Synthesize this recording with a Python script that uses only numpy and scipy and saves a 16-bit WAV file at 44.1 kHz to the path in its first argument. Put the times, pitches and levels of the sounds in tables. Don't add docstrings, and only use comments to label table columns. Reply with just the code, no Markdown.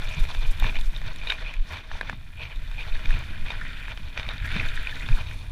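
import sys
import numpy as np
from scipy import signal
from scipy.fft import rfft, irfft, next_fast_len
from scipy.io import wavfile
from scipy.ndimage import map_coordinates

SR = 44100
rng = np.random.default_rng(int(sys.argv[2]) if len(sys.argv) > 2 else 0)


def int16_out(signal):
    q = np.round(np.clip(np.atleast_2d(signal).T, -1, 1) * 32767)
    wavfile.write(sys.argv[1], SR, q.astype(np.int16))


def gain_from_decibels(decibels):
    exponent = np.asarray(decibels, float) / 20
    return 10 ** exponent


N = 242991
TIME = np.arange(N) / SR
COARSE = np.arange(0, N + 32, 32)


def unit(x):
    return x / np.sqrt(np.mean(x ** 2) + 1e-20)


def curves(rows):
    s, *columns = np.transpose(rows)
    return [np.interp(COARSE / SR, s, column) for column in columns]


def wobble(rate):
    knots = rng.standard_normal(int(N * rate / SR) + 4)
    return map_coordinates(knots, [COARSE * rate / SR])


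def fine(slow):
    return np.interp(np.arange(N), COARSE, slow)


def summed(*levels_db):
    return 10 * np.log10(sum(gain_from_decibels(db) ** 2 for db in levels_db))


def swells(times, peaks_db, lengths):
    away = (COARSE / SR - times[:, None]) / np.maximum(lengths, .01)[:, None]
    away = np.where(away > 0, away / 1.22, -away)
    levels_db = peaks_db[:, None] - 20 * away ** 1.32
    return 10 * np.log10((gain_from_decibels(levels_db) ** 2).sum(axis=0) + 1e-12)


def chatter(hz, depth_db):
    cycle = np.cumsum(fine(hz * (1 + 0.32 * wobble(30)))) / SR % 1
    depth = depth_db * fine(np.clip(1 + 0.067 * wobble(4.0), 0, 2))
    return depth * (.5 - cycle)


def filtered(x, response):
    m = next_fast_len(len(x) + SR // 2)
    return irfft(rfft(x, m) * response(np.fft.rfftfreq(m, 1 / SR)), m)[:len(x)]


def coloured(x, spectrum):
    hz, db = np.transpose(spectrum)
    return unit(filtered(x, lambda f: gain_from_decibels(np.interp(np.log(f + 1), np.log(hz), db))))


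def rung(x, modes, roof_hz):
    def body(f):
        total = 0
        for k, (centre, width, db) in enumerate(modes):
            resonance = 1j * f * width / (centre * centre - f * f + 1j * f * width)
            total = total + (-1) ** k * gain_from_decibels(db) * resonance
        return total / (1 + 1j * f / roof_hz) ** 2 / (1 + 1j * f / 7000) ** 2
    return filtered(x, body)


def grains(rate, spread_db, smooth):
    place, size, sign = rng.random((3, int(rate * N / SR)))
    strength = np.sqrt(-np.log(1 - np.abs(2 * sign - 1) + 1e-9))
    scatter = gain_from_decibels(spread_db * np.minimum(-np.log(size + 1e-9), 2.2))
    impacts = np.bincount((place * N).astype(int), np.sign(sign - .5) * strength * scatter, N)
    return unit(unit(impacts) + smooth * rng.standard_normal(N))


def strikes(times, peaks, rise, t60, response):
    out, t = np.zeros(N + SR), np.arange(SR // 40) / SR
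    envelope = (1 - np.exp(-t / rise)) * gain_from_decibels(-60 * t / t60)
    bursts = rng.standard_normal((len(times), len(t))) * envelope
    rings = signal.fftconvolve(bursts, np.atleast_2d(response), axes=1)
    for s, peak, ring in zip(times, peaks, rings):
        out[round(s * SR):][:len(ring)] += peak * ring / np.abs(ring).max()
    return out[:N]


def ringing(rows, cycles, rise, t60):
    s, db, hz = np.transpose(rows)
    turns = hz[:, None] * np.arange(SR // 25) / SR
    rings = gain_from_decibels(-60 * turns / cycles) * (1 - np.exp(-turns)) * np.sin(2 * np.pi * turns)
    return strikes(s - rise, gain_from_decibels(db), rise, t60, rings)


# time in seconds, peak in dB, swing in Hz.
JOLTS = [(0.026, -23, 10), (0.08, -20, 22), (0.222, -10.5, 28.6), (0.31, -19.5, 20.6), (0.388, -16.5, 31),
         (0.431, -24.5, 23), (0.492, -10, 23.3), (0.632, -13, 36), (0.678, -17, 22), (0.719, -16, 29),
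         (0.789, -15.2, 18), (0.88, -13.5, 27), (1.092, -23, 11), (1.231, -22.5, 21), (1.572, -21.5, 33),
         (1.608, -14.5, 27), (2.582, -23, 34), (2.941, -16, 18), (3.098, -9.5, 25.4), (3.143, -18, 28),
         (3.337, -26, 11), (3.429, -19.5, 16.4), (4.195, -23, 42), (4.424, -20, 40), (4.54, -22.5, 24),
         (4.622, -19, 25), (4.677, -20.5, 14), (4.778, -22.5, 16), (5.135, -8, 26), (5.196, -22.5, 14.5),
         (5.486, -28, 55), (5.52, -21, 34), (1.94, -26, 26), (4.05, -25, 31)]


def jolts():
    out = np.zeros(N)
    for s, db, hz in JOLTS:
        near = slice(max(round(s * SR) - SR // 8, 0), round(s * SR) + SR // 8)
        u = (TIME[near] - s) * 4 * hz
        out[near] -= gain_from_decibels(db) * u * np.exp((1 - u * u) / 2)
    return out


# time in seconds, wind level in dB.
WIND = [(0, -33), (.6, -27.5), (1.2, -32), (1.8, -37.5), (2.4, -35), (2.9, -29.5), (3.4, -35.5), (3.9, -31),
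        (4.4, -35), (4.8, -30), (5.51, -33.5)]
# frequency in Hz, density in dB per Hz.
BUFFET_COLOUR = [(5, 1.5), (14, 4.5), (30, 8), (45, -5), (65, -17.5), (95, -56.5)]


def buffeting():
    wind_db = curves(WIND)[0]
    return fine(gain_from_decibels(wind_db + 0.55 * wobble(7.7))) * coloured(rng.standard_normal(N), BUFFET_COLOUR)


# time in seconds, peak in dB, bending pitch in Hz.
THUDS = [(.18, -27.5, 147), (0.656, -26.5, 107), (3.2, -32, 125), (4.566, -25, 174), (4.6, -25.5, 122),
         (5.106, -20, 111.6), (.45, -33, 114), (.95, -36, 110), (1.95, -34.5, 75), (4.07, -35, 70)]


def thuds():
    out, t = np.zeros(N), np.arange(-SR // 20, SR // 20) / SR
    for s, db, hz in THUDS:
        thud = np.exp(-(t * hz / 1.34) ** 2) * np.sin(2 * np.pi * hz * t)
        out[round(s * SR) - SR // 20:][:len(t)] += gain_from_decibels(db) * thud
    return out


# time in seconds, gravel coarseness in dB, tyre scrub under braking in dB.
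TRAIL = [(0, -50.5, -48), (.26, -49.5, -55), (.4, -49.5, -59), (.6, -53, -51), (.9, -57.5, -54.5),
         (1.3, -50.5, -54), (1.6, -59.5, -61), (2.2, -60, -68), (2.35, -64, -60), (2.7, -56.5, -53.5),
         (3.3, -59.5, -52.5), (3.6, -57.5, -46), (3.91, -60, -47), (3.96, -54.5, -58.5), (4.38, -56.5, -48),
         (4.5, -60.5, -40), (5.12, -48.5, -46), (5.51, -56.5, -89)]
# time in seconds, rumble in dB, fall in seconds, drone against rumble in dB.
LOADS = [(.192, -40, 0.59, -15), (.656, -41, 0.16, -4.5), (1.048, -39, 0.13, -9.5), (1.439, -45, .18, -13),
         (1.73, -40.5, 0.11, -10), (2.08, -42.5, 0.29, -9), (2.41, -38, 0.15, -18), (2.9, -42, 0.74, -14.5),
         (3.17, -39, 0.3, -8), (3.42, -42, 0.81, -7.5), (4.33, -38, 0.48, -14.5), (4.56, -33, 0.17, -10.5),
         (5.1, -39.5, 0.63, -10), (5.33, -41, 0.21, -31)]
# frequency in Hz, density in dB per Hz.
RUMBLE_COLOUR = [(50, 0.5), (65, 13.5), (115, 7.5), (150, 1), (200, -43.5)]
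# frequency in Hz, density in dB per Hz.
DRONE_COLOUR = [(130, 4), (180, 3), (270, -3), (350, -9.5), (460, -46)]


def rolling():
    gravel_db, _ = curves(TRAIL)
    s, load_db, length, lean_db = np.transpose(LOADS)
    roll_db = 0.45 * (gravel_db - gravel_db.mean())
    rumble_db = summed(-53.5 + roll_db, swells(s, load_db, length))
    drone_db = summed(-56.5 + roll_db, swells(s, load_db + lean_db, length))
    rumble = fine(gain_from_decibels(rumble_db + 0.5 + 2.6 * wobble(25))) * coloured(grains(300, 1.1, 0.56), RUMBLE_COLOUR)
    drone = fine(gain_from_decibels(drone_db + 2.5 + 2.7 * wobble(35))) * coloured(grains(400, 1.8, 0.43), DRONE_COLOUR)
    return rumble + drone


# time in seconds, strength in dB, fall in seconds, door looseness in dB.
BUMPS = [(.1, -50, 0.29, 9), (0.305, -44, 0.032, 3), (.435, -48.5, 0.053, 5), (0.664, -38, 0.079, 4),
         (.765, -49.5, 0.042, 12.5), (.963, -47, 0.026, -1), (1.075, -45, 0.06, 2.5),
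         (1.237, -56.5, 0.098, 14), (1.306, -41, 0.047, 7.5), (1.42, -46.5, 0.073, 3),
         (1.5, -52, 0.092, 10.5), (1.735, -42, 0.095, 3.5), (1.955, -45.5, 0.14, -4), (.21, -45, 0.053, 1),
         (2.081, -46, 0.08, 0.5), (2.428, -48, 0.06, 14), (2.514, -54.5, 0.044, 12),
         (2.808, -47.5, 0.052, 12), (2.875, -46.5, 0.057, 2), (2.949, -47.5, 0.036, 6),
         (3.13, -43.5, 0.26, 2), (3.499, -46, 0.093, 5.5), (3.907, -47.5, 0.042, 7), (4.02, -58, 0.075, 6),
         (4.199, -43.5, 0.074, 1.5), (4.27, -56, 0.078, 9), (4.31, -46, 0.084, -2), (4.584, -40.5, 0.11, 4),
         (5.199, -42.5, 0.051, 0), (5.308, -54.5, 0.09, 9.5)]
# level in dB on gravel, on scrub and on a bump,
# then share of the door's looseness (0 to 1).
ANSWERS = [(-2.5, -11, -3.5, 0.33), (-3, 1, -1, 0), (1.5, -1.5, -0.5, 0.81), (-1.5, -6.5, -4, 0.48)]


def rattles():
    gravel_db, scrub_db = curves(TRAIL)
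    s, bump_db, length, loose_db = np.transpose(BUMPS)
    levels_db = []
    for on_gravel, on_scrub, on_bump, share in ANSWERS:
        bumped_db = swells(s, bump_db + on_bump + share * loose_db, length)
        levels_db.append(summed(gravel_db + on_gravel, scrub_db + on_scrub, bumped_db))
    return levels_db


# time in seconds, peak in dB,
# place (0 lid, 1 mount, 2 door, 3 latch), loss from part to part in dB.
KNOCKS = [(.2526, -29, 0.8, 5), (0.3491, -28, 2, 3), (0.625, -24.5, 0, 8), (0.6432, -19.5, 0.6, 7.5),
          (0.7883, -35, 1.7, 0), (1.0167, -34, -1.5, 1), (1.299, -17.5, 1.4, 15), (1.7714, -37, 0.2, -1.5),
          (1.9154, -23.5, 0.7, 9.5), (2.012, -18, 0.96, 6), (2.0314, -30.5, 0.3, 8), (2.0971, -15, 1.3, 9),
          (2.129, -33, 0, 8), (2.7844, -41, 1.6, 2), (2.9408, -31.5, 3.5, 14), (2.965, -24.5, 1.5, 15),
          (3.107, -16.5, 1.3, 22), (3.505, -28, 2, 0), (3.5184, -33, 0.17, 1), (3.5396, -32, -0.5, 3),
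          (3.614, -25, 0.99, 30), (3.652, -24, 1.1, 24), (3.882, -27, 1.3, 10), (3.975, -26, 1.7, 9),
          (4.402, -34, 2.5, 12), (4.343, -31, 1.5, 19), (4.444, -21, 1.5, 28), (4.565, -28.5, 2.5, -1.5),
          (4.776, -21, 1, 21), (5.3128, -28.5, 0.91, 12)]
# time in seconds, peak in dB, place as above, loss from part to part in dB.
CLICKS = [(0.1117, -26, 2.3, 17), (0.424, -34, 3.6, 4), (0.5998, -24, 2.53, 10.5), (0.756, -21.5, 2.05, 19),
          (0.767, -23, 2, 12), (0.8124, -27, 3.2, 8), (0.9633, -26.5, 2.9, 14), (1.161, -32.5, 3, 7),
          (1.2152, -30, 1.95, 18), (1.2723, -23, 2.7, 4), (1.3023, -14.5, 3, 12),
          (1.3216, -16.5, 1.74, 8.5), (1.4624, -28, 2, 23), (1.5399, -27.5, 2.02, 14), (2.56, -37, 3, 11),
          (2.7144, -36.5, 3, 2), (3.058, -23, 2.1, 10), (4.1763, -21, 1.9, 6.5), (4.1973, -23, 2.3, 5.5),
          (4.231, -28.5, 2.5, 3.5), (4.252, -34, 2.05, 14), (4.29, -22, 3.3, 4), (4.2654, -30, 2, 19),
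          (4.2812, -40, 2, 15), (4.381, -30, 3, 6), (4.518, -30, 2, 15), (4.597, -19.5, 2, 20),
          (4.688, -25.5, 2.7, 7), (4.8718, -14, 1.74, 21.5), (5.0886, -19, 1.53, 10)]
# frequency in Hz, width in Hz, level in dB.
LID = [(474, 130, -8), (628.5, 28, 1), (991, 314, -3)]
MOUNT = [(1384, 277, 3.8), (1944, 820, 5.2)]
DOOR = [(2427, 143, -.5), (3070, 370, -10)]
LATCH = [(3600, 280, 12), (4397, 410, 5), (5700, 1000, -5), (6370, 530, -6)]
# frequency in Hz, width in Hz.
STRUCK = [(920, 320), (1770, 330), (2430, 180), (3700, 170)]


def case():
    clump_db = 0.5 * wobble(45) + 1.25 * wobble(97)
    shared = grains(1400, 3.9, 1.0)
    s, peak_db, place, loss_db = np.transpose(KNOCKS + CLICKS)
    knocks_db = peak_db - loss_db * np.abs(np.arange(len(STRUCK))[:, None] - place)
    # modes, wall roof in Hz, shake in dB, chatter depth in dB
    parts = [(LID, 2500, .6, 3), (MOUNT, 4000, .7, 5), (DOOR, 4100, .8, 8), (LATCH, 6000, .9, 9)]
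    tap, out = np.arange(SR // 25) == 0, np.zeros(N)
    for part, main, level_db, knock_db in zip(parts, STRUCK, rattles(), knocks_db):
        modes, roof_hz, shake_db, loose_db = part
        shaking = gain_from_decibels(fine(clump_db + 1.66 * wobble(51)) + chatter(95, loose_db))
        drive = shaking * (shared + 0.63 * grains(500, 4.0, 1.0))
        out += fine(gain_from_decibels(level_db + shake_db)) * unit(rung(drive, modes, roof_hz))
        ring = rung(tap, [(*main, 0)], roof_hz)
        out += strikes(s - .0011, gain_from_decibels(knock_db), .0004, .009, ring)
    return out


# time in seconds, peak in dB, pitch in Hz.
PINGS = [(0.0538, -30, 2320), (0.4229, -37, 2360), (0.5846, -38, 2530), (0.632, -24.5, 2330),
         (0.6953, -25, 2380), (0.9487, -34, 3500), (1.723, -30, 2200), (1.7689, -38, 1790),
         (2.376, -40, 2370), (2.395, -34, 2500), (2.4079, -33, 2470), (2.4199, -32, 2500),
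         (2.4997, -36, 2430), (2.7804, -33, 2520), (2.7891, -34, 2400), (2.8065, -32, 2430),
         (2.9228, -33, 2450), (3.467, -34, 2440), (3.4835, -31, 2300), (3.913, -35.5, 1410),
         (4.4248, -38, 1710), (4.447, -25.5, 1660), (4.479, -29, 1800), (4.4, -35, 1650),
         (4.612, -27, 2300), (4.542, -29, 2430), (4.4623, -28, 1780), (4.5635, -32, 2370),
         (4.6299, -27.5, 1910), (4.6633, -30, 1640), (4.7366, -32, 2340), (4.7935, -33, 1650),
         (4.8504, -27, 2450), (4.8943, -34, 1540), (4.9257, -29, 1760), (5.0075, -31, 1980),
         (5.031, -30, 2560), (5.0614, -29, 3580), (5.1143, -40, 1480), (5.1277, -27.5, 2450),
         (5.1617, -34, 2440), (5.1721, -32, 1670), (5.1821, -34.5, 1330)]
# time in seconds, peak in dB, pitch in Hz.
MORE_PINGS = [(.657, -27, 2430), (.669, -31, 2420), (.677, -32, 2430), (.745, -32, 2440), (1.276, -27, 3730),
              (1.286, -33, 3600), (1.306, -21, 3600), (1.311, -26, 2200), (1.332, -31, 2430), (2.43, -30, 2430),
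              (2.44, -32, 2470), (2.453, -29, 2440), (2.953, -32, 1730), (3.518, -29.5, 2100),
              (3.519, -35, 3750), (3.539, -41, 3700), (3.665, -32, 1920), (4.767, -32, 3750),
              (1.2995, -19, 2930), (1.3025, -24.5, 1540), (1.282, -32, 2700), (3.8806, -35, 2460),
              (4.519, -31, 2200), (3.615, -26.5, 1750), (0.124, -29, 2430), (.138, -31, 2400),
              (2.818, -33.5, 2420), (4.599, -16.5, 2430), (1.468, -29, 2430), (1.474, -32, 2450),
              (4.957, -32, 3650), (5.023, -29, 2430)]
# time in seconds, peak in dB, pitch in Hz.
TAPS = [(0.108, -39, 623), (0.208, -50, 358), (0.291, -35, 982), (0.303, -31.5, 1030), (0.423, -35.5, 990),
        (0.622, -30.5, 985), (0.687, -35, 958), (0.746, -39, 646), (0.937, -39, 953), (1.272, -41, 740),
        (1.298, -38, 397), (1.696, -43, 991), (1.729, -38, 1040), (1.934, -39, 1130), (1.954, -35, 930),
        (2.213, -47, 970), (2.783, -42, 710), (2.881, -36.5, 900), (3.146, -48, 380), (3.502, -42, 890),
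        (4.174, -34.5, 610), (4.195, -36, 600), (4.257, -36, 1040), (4.288, -36, 610), (4.56, -38, 430),
        (5.192, -35, 920)]
# time in seconds, peak in dB, pitch in Hz.
SPITS = [(0.0466, -43, 5670), (0.0897, -43, 6620), (0.1266, -41, 5600), (0.1376, -43, 5840),
         (0.1471, -40, 6450), (0.3441, -48, 5610), (0.637, -42, 6010), (0.8465, -46, 6650),
         (1.0156, -48, 6620), (1.064, -42, 5620), (1.1323, -47, 6220), (1.1847, -43, 5650),
         (1.2381, -51, 7160), (1.6901, -46, 5660), (1.7679, -48, 6080), (3.679, -48, 5680),
         (4.176, -38, 5740), (4.1964, -43, 5630), (4.369, -48, 6290), (4.4474, -48, 5780),
         (4.6104, -44, 5520), (4.6856, -43, 6100), (4.7556, -45, 8850), (4.9555, -46, 6340),
         (4.9965, -46, 6600), (5.0135, -44, 7110), (5.3093, -51, 6600)]
# time in seconds, peak in dB, pitch in Hz.
MORE_SPITS = [(1.324, -38, 6800), (1.302, -47, 12800), (.515, -43, 10800)]


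def stones():
    pings = ringing(PINGS + MORE_PINGS, 35, .0006, 0.0057)
    taps = ringing(TAPS, 6.8, 0.00036, 0.0056)
    sand = ringing(SPITS + MORE_SPITS, 19, .00015, 0.014)
    return pings + taps + sand


# first contact in seconds, peak in dB, gap in seconds,
# number of contacts, loss at each in dB.
BOUNCES = [
    (4.209, -31, 0.011, 2, 3),
    (4.2458, -35, .011, 1, 0),
    (4.299, -25.5, .0093, 4.7, 1.8),
]
# frequency in Hz, width in Hz, level in dB.
CATCH = [(1300, 500, -9), (3740, 150, 0)]


def latch():
    contacts = []
    for s, db, gap, count, loss_db in BOUNCES:
        contacts += [(s + gap * k, db - loss_db * k) for k in range(round(count))]
    s, db = np.transpose(contacts)
    tap = np.arange(SR // 25) == 0
    return strikes(s - .001, gain_from_decibels(db), 0.0004, 0.0024, rung(tap, CATCH, 6000))


# time in seconds, level in dB, pitch in Hz.
GRIT = [(.195, -50, 7000), (0.512, -42, 8500), (.5985, -37, 12500), (0.599, -41.5, 7000),
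        (0.8108, -42, 7500), (.974, -48, 10500), (1.1598, -46, 7260), (1.2715, -50, 11500),
        (1.2999, -50, 9000), (1.324, -48, 7450), (1.538, -43, 5500), (2.011, -46, 9050),
        (2.0965, -46, 6170), (2.5591, -52, 7100), (2.7144, -53, 7100), (3.056, -49, 6000),
        (3.1063, -45.5, 9000), (3.1892, -45, 7000), (3.5024, -56, 6500), (4.2882, -52, 9500),
        (4.3344, -51, 9000), (4.4644, -55, 11000), (4.5196, -47, 9000), (4.563, -45, 8000),
        (4.6593, -48, 12500), (4.8289, -47, 8800)]


def grit():
    t, out = np.arange(SR // 1000) / SR, 0
    for s, db, hz in GRIT:
        tick = np.diff(np.exp(-np.pi * .25 * hz * t) * np.sin(2 * np.pi * hz * t))
        out = out + strikes([s], [gain_from_decibels(db + 4)], 0.0002, 0.013, tick)
    return out


# frequency in Hz, density in dB per Hz.
SKID_COLOUR = [(4000, -20), (4700, 0), (6300, -3), (6800, -22)]


def skid():
    bump_db = swells(*np.transpose(BUMPS)[:3])
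    return fine(gain_from_decibels(bump_db - 17.5 + 3.4 * wobble(40))) * coloured(grains(1300, 4, 1.5), SKID_COLOUR)


# frequency in Hz, density in dB per Hz.
SING_COLOUR = [(5800, -15), (7000, 6), (8200, -6), (9500, 7), (10800, -14), (12000, -22)]
# frequency in Hz, density in dB per Hz.
SQUEAL_COLOUR = [(12700, -25), (13400, 0), (14100, -25)]
# frequency in Hz, width in Hz, level in dB.
FORK = [(266, 28, -1), (440, 30, -8)]


def brakes():
    _, scrub_db = curves(TRAIL)
    squeal_db = swells(*np.transpose([(4.88, -71, .35)]))
    sing = fine(gain_from_decibels(scrub_db - 23 + 1.1 * wobble(30))) * coloured(grains(1000, 5, 0.95), SING_COLOUR)
    squeal = fine(gain_from_decibels(squeal_db)) * coloured(grains(900, 3, 2), SQUEAL_COLOUR)
    hum = fine(gain_from_decibels(scrub_db - 16.5 + 2.7 * wobble(12))) * unit(rung(rng.standard_normal(N), FORK, 900))
    return sing + squeal + hum


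# time in seconds, level in dB, fall in seconds.
PUFFS = [(.045, -58, 0.04), (.102, -56, .04), (.2, -55, 0.027), (.24, -52, 0.026), (.35, -58, 0.026),
         (.39, -59, 0.045), (.475, -58, .04), (.515, -52.5, 0.025), (.668, -61, 0.12), (.803, -55, .035),
         (.858, -55.5, 0.043), (.92, -62, .05), (.98, -66, .05), (1.31, -61, .06), (1.721, -60, 0.1),
         (1.955, -69, .06), (2.928, -66, .05), (3.12, -61, 0.095), (3.45, -63, 0.097), (3.809, -68, 0.33),
         (4.46, -57, 0.03), (4.527, -61, .04), (4.68, -58, 0.055), (4.755, -59, 0.037), (4.95, -65, .2),
         (5.15, -55.5, 0.059)]
HISS_DB = (-12, -45, -20.5, -5)
# frequency in Hz, density in dB per Hz.
HISS_COLOUR = [(4200, 1), (5600, 1), (7000, -5), (8200, -10), (9600, -5.5), (10800, -10), (13000, -49)]
# frequency in Hz, density in dB per Hz.
FIZZ_COLOUR = [(4500, 4.5), (8000, 0.5), (11000, -1.5), (15000, -4)]


def port_air():
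    gravel_db, scrub_db = curves(TRAIL)
    wind_db, puff_db = curves(WIND)[0], swells(*np.transpose(PUFFS))
    bump_db = swells(*np.transpose(BUMPS)[:3])
    sources_db = (gravel_db, scrub_db, bump_db, puff_db)
    hiss_db = summed(*[db + leak_db for db, leak_db in zip(sources_db, HISS_DB)])
    fizz_db = summed(-74 + 1.8 * (wind_db + 33), puff_db)
    flap = gain_from_decibels(chatter(17, 5))
    hiss = fine(gain_from_decibels(hiss_db + 5 + 2.5 * wobble(25))) * coloured(grains(1500, 4, 2), HISS_COLOUR)
    flutter_db = 3 + 0.8 * wobble(28) + 2 * wobble(70)
    fizz = fine(gain_from_decibels(fizz_db + flutter_db)) * coloured(grains(1200, 5, 2), FIZZ_COLOUR)
    return flap * (hiss + fizz)


# first tick in seconds, peak in dB, ticks a second, number of ticks.
RATCHET = [
    (2.196, -61, 40, 8),
    (3.26, -61, 100, 34),
    (4.66, -63, 98, 24),
    (5.302, -57.5, 72, 15),
]


def freewheel():
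    ticks = []
    for s, db, rate, count in RATCHET:
        ticks += [(s + k / rate, db, 9700) for k in range(round(count))]
    uneven = rng.normal(0, [.0004, 1.5, 200], (len(ticks), 3))
    return ringing(ticks + uneven, 25, .001, .02)


# frequency in Hz, level in dB rms.
WHINE = [(14146, -86), (14176, -84)]


def whine():
    out = 0
    for hz, db in WHINE:
        level = fine(gain_from_decibels(db + 3 * wobble(6)))
        out = out + level * np.sin(2 * np.pi * hz * TIME + fine(1.3 * wobble(14)))
    return out


def scene():
    body = jolts() + buffeting() + thuds() + rolling()
    impacts = case() + stones() + latch() + grit()
    background = skid() + brakes() + port_air() + freewheel() + whine()
    return (body + impacts + background)[None]


def top_cut(x):
    return signal.sosfilt(signal.butter(12, 15490, fs=SR, output="sos"), x)


def record(dry):
    mix = filtered(dry[0], lambda f: f < 15320)[None]
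    return top_cut(mix)


dry = scene()
out = record(dry)
int16_out(out)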